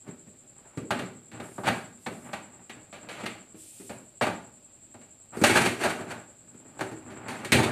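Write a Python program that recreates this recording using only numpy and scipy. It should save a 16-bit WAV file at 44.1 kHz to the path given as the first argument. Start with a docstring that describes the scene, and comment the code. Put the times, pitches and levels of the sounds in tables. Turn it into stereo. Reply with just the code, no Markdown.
"""Dish rack shoved home

A wire rack is set onto its rails, rolled and shoved home in a steel dishwasher tub, close to a phone.
Each knock, jolt or bump is a cluster of contacts that rings the wires and thumps the tub; the wheels
rumble in short slides and one long push. A hard kitchen echoes it all; a cricket chirps beyond."""
import sys
import numpy as np
from scipy import signal
from scipy.fft import rfft, irfft, next_fast_len
from scipy.io import wavfile

SR = 44100
rng = np.random.default_rng(int(sys.argv[2]) if len(sys.argv) > 2 else 0)


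def log_audio(samples):
    """Write samples as a 16-bit WAV file to the path given in sys.argv[1]."""
    # one column per channel
    frames = np.atleast_2d(samples).T
    # limit to full scale, then quantise
    limited = np.clip(frames, -1, 1)
    pcm = np.round(limited * 32767).astype(np.int16)
    wavfile.write(sys.argv[1], SR, pcm)


N = 340011
T = np.arange(N) / SR


# sharp hits (time [s], level [dB], weight [dB], hardness [dB], clang [Hz], rattle decay [s])
KNOCK_HITS = [(0.906, -18, -4, -6.5, 1420, 0.0052), (0.99, -28.5, 2, -3.5, 480, 0.0067),
              (1.316, -42, 4, -1.5, 620, 0.042), (1.4, -35, -5, -6.5, 650, 0.0051),
              (1.581, -29, 1, -19.5, 650, 0.01), (1.635, -28, -6, -13.5, 900, 0.0087),
              (1.668, -20.5, -4, -5, 1580, .013), (2.062, -26, -1, -7, 530, .004),
              (2.331, -26, -6.5, -5.5, 950, 0.0044), (2.695, -40.5, 1.5, 3, 1690, 0.011),
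              (2.927, -36.5, -3.5, -3, 593, 0.042), (3.088, -32.5, -9, 0.5, 460, 0.077),
              (3.258, -32, -7, 4, 1190, 0.0024), (3.894, -31.5, 0, -8.5, 590, 0.029),
              (4.211, -15.5, -11.5, -9, 560, 0.018), (4.221, -19.5, -1.5, -5.5, 890, 0.01),
              (4.943, -42, 2.5, -11.5, 596, 0.015), (5.012, -51, -1, -2.5, 585, .015),
              (5.438, -10, -8, -1.5, 1580, 0.004), (5.494, -17.5, 1.5, -1.5, 483, 0.024),
              (5.556, -11, -4.5, -11.5, 1320, 0.011), (6.791, -31, -7, -9, 715, .015),
              (6.809, -23, -1.5, -8, 715, 0.0049), (7.103, -40.5, 3, -5.5, 750, 0.025),
              (7.283, -27.5, -4, -3.5, 755, 0.085), (7.447, -34, 2.5, 3.5, 1350, 0.013),
              (7.52, -19.5, 10, 9, 1560, 0.018), (7.539, -16, 3, -14, 494, 0.035),
              (7.633, -24.5, -6, 1, 920, .012)]

def knocks():
    """Wire strikes steel: an instant attack, then a rattle."""
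    return sum(blow(s, register_levels(db, weight, hardness), *place(s), clang_hz,
                    build_s=.0001, rattle_s=rattle_s, crack_db=-5.5, rebound_db=-10)
               for s, db, weight, hardness, clang_hz, rattle_s in KNOCK_HITS)


# loose hits (time [s], level [dB], weight [dB], hardness [dB], clang [Hz])
JOLT_HITS = [(1.683, -15.5, -4, -5, 1590), (3.205, -33.5, -18, -5, 1230), (3.24, -34.5, 7.5, -3, 480),
             (4.272, -20, -4.5, -9.5, 830), (5.472, -22, 4.5, 4.5, 480), (5.571, -13.5, -9.5, -1.5, 840),
             (5.617, -28, 6, 7, 1520), (5.662, -20, 2.5, 1, 500), (5.815, -27, 1.5, -6, 697),
             (5.839, -21, -21, -1.5, 630), (5.854, -15.5, -4.5, -9.5, 715), (5.907, -27, -7, -0.5, 640),
             (6.01, -32.5, 2, -10, 675), (6.115, -28.5, -11, -5.5, 1610), (7.595, -17.5, -1, -7, 1750),
             (7.682, -24, -1, -15, 830)]

def jolts():
    """The wires start to chatter before the rack lands."""
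    return sum(blow(s, register_levels(db, weight, hardness), *place(s), clang_hz,
                    build_s=0.017, rattle_s=0.0062, crack_db=-14, rebound_db=-12)
               for s, db, weight, hardness, clang_hz in JOLT_HITS)


# dull hits (time [s], level [dB], thump [Hz])
BUMP_HITS = [(0.077, -34, 170), (0.266, -44, 187), (0.773, -25.5, 246), (1.02, -30.5, 192),
             (2.122, -38, 275), (3.541, -41.5, 340), (3.799, -38.5, 390), (5.37, -27.5, 330),
             (5.414, -15.5, 370), (6.542, -43.5, 220), (6.914, -32.5, 325)]
# their dark balance (thump [dB], clang [dB], ring [dB], tick [dB])
BUMP_MIX = (3, -10.5, -17, -21)

def wheel_bumps():
    """A wheel bumps on sheet steel: mostly thump, little top."""
    return sum(blow(s, db + np.array(BUMP_MIX), thump_hz, *place(s)[1:], clang_hz=480,
                    build_s=.0003, rattle_s=0.014, crack_db=-7, rebound_db=-22)
               for s, db, thump_hz in BUMP_HITS)


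def register_levels(db, weight, hardness, tick_db=-9):
    """Heavy contacts thump the tub; hard ones ring the wires and tick."""
    return db + np.array([weight, 0, hardness, tick_db + hardness])


# the rack's tone on the door, on the rails and against the back wall
# (start [s], tub thump [Hz], wire ring [Hz], ring boost [dB], tick trim [dB])
RACK_POSITIONS = [(0, 204, 2850, 1, -3), (5.3, 370, 1570, 5, 1), (7.5, 139, 3720, 2, 0)]

def place(s):
    """Where the rack stands at time s tunes the tub and wires."""
    return RACK_POSITIONS[sum(row[0] <= s for row in RACK_POSITIONS[1:])][1:]


# layers of a hit: thump, clang, ring, tick (low cut [Hz], high cut [Hz], trim [dB], room t60 [s])
HIT_REGISTERS = [(78, 427, 25.5, 0.66), (418, 1700, 25.5, 0.46), (1970, 4570, 27, 0.42),
                 (5150, 12200, 28.5, 0.45)]

def blow(s, levels_db, thump_hz, ring_hz, ring_db, tick_db, clang_hz,
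         build_s, rattle_s, crack_db, rebound_db, rebound_s=0.044, size=24000, lead=2200):
    """A chatter of contacts builds, strikes and dies away, ringing rack and tub."""
    t = (np.arange(size) - lead) / SR
    landing = lambda u: np.exp(-np.abs(u) / np.where(u < 0, build_s, rattle_s))
    chatter = contacts(size, per_s=900, scatter_db=1.5)
    crack = undb(crack_db) * (t == 0)
    force = unit_energy(chatter * landing(t)) + crack
    rebound = undb(rebound_db) * unit_energy(chatter * landing(t - rebound_s))
    drives = force + rebound, force, force, force  # the springy rack lands again: thump only

    rack = rack_response()
    ring_t = np.arange(len(rack)) / SR
    thump = resonance(ring_t, thump_hz, width_hz=55, lift_db=7)
    clang = resonance(ring_t, clang_hz, width_hz=170, lift_db=6)
    wires = resonance(ring_t, ring_hz, width_hz=400, lift_db=ring_db) + nearby_wires(ring_t)
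    response = convolve(rack, (ring_t == 0) + thump + clang + wires)[0]

    echoes, out = diffuse_noise(size), np.zeros((2, N + size))
    start = max(int(s * SR) - lead, 0)
    mix_db = levels_db + [0, 0, 0, tick_db]
    for drive, db, (low_hz, high_hz, trim_db, t60) in zip(drives, mix_db, HIT_REGISTERS):
        layer = band(convolve(kitchen(drive, echoes, t60), response), low_hz, high_hz)
        out[:, start:start + size] += undb(db + trim_db) * unit_energy(layer)
    return out[:, :N]


# resonant peaks of rack and tub (pitch [Hz], width [Hz], boost [dB])
RACK_MODES = [(117, 30, 7), (179.7, 18, 4.5), (240.7, 37, 7.5), (316, 8.2, 8.5), (381, 7.3, 7),
              (606, 55, 5), (681, 21, 5.5), (801, 54, 8.5), (886, 19, 6.5), (1177, 32, 6), (1284, 18, 5),
              (1439, 19, 6), (1556, 14, 1.5), (1638, 23, 3.5), (1880, 33, -0.5), (1850, 42, 2.5),
              (2300, 34, 4.5), (2315, 19, 2), (2520, 69, 3), (2775, 27, 5.5), (2970, 17, -0.5),
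              (3720, 40, 4.5), (4090, 77, 7), (4486, 156, 8)]
# overall tone of the clatter: full lows and mids, a dip near 5 kHz, a bright top
# (frequency [Hz], gain [dB])
CLATTER_EQ = [(30, -38), (70, -3.5), (105, 0), (320, 2), (450, 2.5), (800, -4), (1020, -4), (1550, -4.5),
              (2500, -8.5), (3300, -12.5), (4650, -20.5), (5200, -23.5), (8800, -15), (11000, -27),
              (14400, -22.5)]

def rack_response(size=6000):
    """Rack and tub ring after one sharp contact; an EQ shapes the overall tone."""
    t = np.arange(size) / SR
    return colour((t == 0) + sum(resonance(t, *mode) for mode in RACK_MODES), CLATTER_EQ)


def nearby_wires(t, low_hz=600, high_hz=4000, mean_width_hz=40, lift_db=5, count=16):
    """The tines and cross-wires next to a contact ring at pitches of their own."""
    detune, damping = rng.random((2, count, 1))
    spread = (np.arange(count)[:, None] + detune) / count
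    hz = low_hz * (high_hz / low_hz) ** spread
    return resonance(t, hz, mean_width_hz * (.5 + damping), lift_db).sum(axis=0)


# short slides (start [s], end [s], scrape level [dB], rumble over scrape [dB])
SHORT_SLIDES = [(0.04, 0.1, -53, 3.5), (0.553, 0.775, -59, -5), (1.322, 1.447, -45, 5),
                (2.224, 2.3, -47, 1.5), (2.388, 2.636, -58.5, 3), (2.73, 2.784, -52.5, 5),
                (3.003, 3.37, -50.5, 1), (5.317, 5.7, -40, -1), (5.924, 6.155, -45.5, 3)]
# swell of the long push home (time [s], scrape level [dB])
LONG_PUSH = [(6.199, -74), (6.549, -66.5), (6.72, -53), (7.0, -51.5), (7.2, -47), (7.34, -38.5),
             (7.48, -45), (7.71, -31)]

def rolling(idle_scrape_db=-67.5, idle_rumble_db=-61.5, catch_db=-6):
    """Tiny bumps under the wheels shake wires and tub; a faint tremble stays between moves."""
    push_s, push_db = np.transpose(LONG_PUSH)
    pushing, effort_db = T >= push_s[0], np.interp(T, push_s, push_db)
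    push_rumble_db = -43.5 + 0.73 * (effort_db + 45)  # the low end swells less than the scrape
    scrape = np.hypot(undb(idle_scrape_db), pushing * undb(effort_db))
    rumble = np.hypot(undb(idle_rumble_db), pushing * undb(push_rumble_db))
    for start_s, end_s, db, rumble_db in SHORT_SLIDES:
        motion = undb(db) * swell(start_s, end_s, attack_s=0.034, t60=0.49)
        scrape = np.hypot(scrape, motion)
        rumble = np.hypot(rumble, motion * undb(rumble_db))
    grain = unit(contacts(N, per_s=300, scatter_db=5))
    catches = undb(catch_db) * unit(contacts(N, per_s=22, scatter_db=0))  # a wheel snags and ticks
    echoes = diffuse_noise(next_fast_len(N))[:, :N]
    ring = convolve(kitchen(grain + catches, echoes, t60=0.38), rack_response())
    return unit(band(ring, 520, 2800, order=2)) * scrape + unit(band(ring, 85, 392)) * rumble


def kitchen(force, echoes, t60, direct_db=-10, tub_db=-1.5, tub_t60=.08, room_db=-5, size=20000):
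    """Contacts arrive directly, then linger as dense echoes, first in the tub, then in the room."""
    t = np.arange(size) / SR
    tub = undb(tub_db) * unit_energy(fade(t, tub_t60))
    room = undb(room_db) * unit_energy(fade(t, t60) * (1 - np.exp(-t / 0.0076)))
    tail = np.sqrt(np.abs(convolve(force ** 2, tub ** 2 + room ** 2)))
    direct = np.array([np.roll(force, 8), force])  # reaches the left side 8 samples late
    return undb(direct_db) * direct + tail * echoes


# hiss cues (start [s], end [s], level [dB])
HISS_SWELLS = [(1.38, 1.78, -53.5), (1.97, 2.28, -56), (3.544, 3.886, -48), (5.327, 5.42, -46.5)]
# their airy tone (frequency [Hz], gain [dB])
HISS_EQ = [(1000, -36), (2500, -7), (4500, -7.5), (6200, -7.5), (8500, 7), (11000, -5.5), (14000, -10)]

def hiss():
    """A soft, wide hiss swells and fades as the rack is shifted."""
    level = sum(undb(db) * swell(start_s, end_s, attack_s=0.061, t60=0.58)
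                for start_s, end_s, db in HISS_SWELLS)
    return level * unit(colour(rng.standard_normal((2, N)), HISS_EQ))


# the cricket's pace (time [s], chirps so far [count])
CRICKET_PACE = [(0, -.15), (1.265, 13), (2.06, 21), (3.415, 35), (4.555, 47), (5.22, 54), (6.2, 64),
                (7.76, 80)]
# its narrow, shrill tone (frequency [Hz], gain [dB])
CRICKET_EQ = [(5500, -77), (6700, -33), (7050, -16), (7350, -5), (7650, -5), (7950, -13), (8500, -19.5),
              (9400, -25.5), (10500, -52), (13000, -64)]

def cricket(level_db=-53, throb_db=4, waver_db=0.1, pan_db=-1.8, stroke_db=-11):
    """Wing strokes about ten times a second, smeared by the walls into a throbbing band."""
    phase = 2 * np.pi * np.interp(T, *np.transpose(CRICKET_PACE))
    waver = np.interp(T, np.linspace(0, T[-1], num=30), rng.standard_normal(30))
    song = colour(rng.standard_normal((2, N)), CRICKET_EQ)
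    echo = unit(song * undb(throb_db * np.cos(phase) + waver_db * waver))
    pulse = ((1 + np.cos(phase)) / 2) ** 2
    stroke = unit(band(song, 7600, 7800, order=2) * pulse)  # each stroke peaks a little brighter
    return (echo + undb(stroke_db) * stroke) * undb(level_db + np.array([[pan_db], [-pan_db]]))


# room tone (frequency [Hz], gain [dB])
ROOM_EQ = [(25, -10.5), (100, 5), (280, -13.5), (420, -15.5), (600, -1), (1000, -29.5), (2500, -12),
           (4600, -15), (5500, -21), (14000, -23.5)]

def room_tone(level_db=-63):
    """A faint, steady bed of kitchen air."""
    return undb(level_db) * unit(colour(diffuse_noise(next_fast_len(N))[:, :N], ROOM_EQ))


# stereo tilt (frequency [Hz], left over right [dB])
STEREO_LEAN = [(60, 3), (140, 17.5), (280, 12.5), (550, 0), (1300, 3), (2600, 6), (4500, -2), (8000, 1),
               (13000, 2.5)]

def microphones(x):
    """The phone's two ports hear the machine with different colour."""
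    hz, lean_db = np.transpose(STEREO_LEAN)
    right_db = 10 * np.log10(2 / (1 + undb(lean_db) ** 2))
    return np.array([colour(x[0], np.c_[hz, right_db + lean_db]), colour(x[1], np.c_[hz, right_db])])


def diffuse_noise(size, shared_hz=430):
    """Diffuse sound at two microphones: alike in the bass, unrelated in the treble."""
    hz = np.fft.rfftfreq(size, 1 / SR)
    width = np.pi / 4 * hz ** 2 / (hz ** 2 + shared_hz ** 2)
    mid, side = rfft(rng.standard_normal((2, size)))
    return irfft(np.cos(width) * mid + np.sin(width) * side * np.array([[1], [-1]]), size)


def contacts(size, per_s, scatter_db):
    """Irregular touches of unequal strength."""
    strength = rng.choice([-1, 1], size) * undb(scatter_db * np.clip(rng.standard_normal(size), -2, 2))
    return (rng.random(size) < per_s / SR) * strength


def resonance(t, hz, width_hz, lift_db):
    """Ringing that, added to an impulse, lifts the band around hz."""
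    damping = np.pi * width_hz
    return (undb(lift_db) - 1) * 2 * damping / SR * np.exp(-damping * t) * np.cos(2 * np.pi * hz * t)


def swell(start_s, end_s, attack_s, t60):
    """Rise, hold until end_s, die away."""
    return np.clip((T - start_s) / attack_s, 0, 1) * fade(np.maximum(T - end_s, 0), t60)


def fade(t, t60):
    """Decay by 60 dB in t60 seconds."""
    return np.exp(-np.log(1000) * t / t60)


def colour(x, curve, size=4096):
    """Minimum-phase EQ through (frequency [Hz], gain [dB]) points."""
    hz, db = np.transpose(curve)
    bins_hz = np.maximum(np.fft.rfftfreq(size, 1 / SR), 1)
    gain_db = np.interp(np.log(bins_hz), np.log(hz), db)
    cepstrum = irfft(gain_db * np.log(10) / 20)
    cepstrum[1:size // 2] *= 2
    cepstrum[size // 2 + 1:] = 0
    response = irfft(np.exp(rfft(cepstrum)))
    return convolve(x, response).reshape(x.shape)


def band(x, low_hz, high_hz, order=3):
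    """Band-pass."""
    return signal.sosfilt(signal.butter(order, [low_hz, high_hz], "band", fs=SR, output="sos"), x)


def convolve(x, response):
    """Pass each channel through a response, keeping its length."""
    return signal.fftconvolve(np.atleast_2d(x), response[None], axes=1)[:, :x.shape[-1]]


def undb(db):
    """Decibels to gain."""
    return 10 ** (np.asarray(db) / 20)


def unit(x):
    """Scale to rms 1."""
    return x / np.sqrt(np.mean(x ** 2))


def unit_energy(x):
    """Scale to energy 1 along time."""
    return x / np.sqrt(np.sum(x ** 2, axis=-1, keepdims=True))


def scene():
    """The rack up front; room tone, soft hiss and the cricket behind."""
    rack = knocks() + jolts() + wheel_bumps() + rolling()
    return microphones(rack + room_tone()) + hiss() + cricket()


def record(dry):
    """The phone rounds the loudest peaks and cuts the top."""
    high_cut = signal.ellip(10, .2, 80, 14550, fs=SR, output="sos")
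    return signal.sosfilt(high_cut, np.tanh(dry))


dry = scene()
out = record(dry)
log_audio(out)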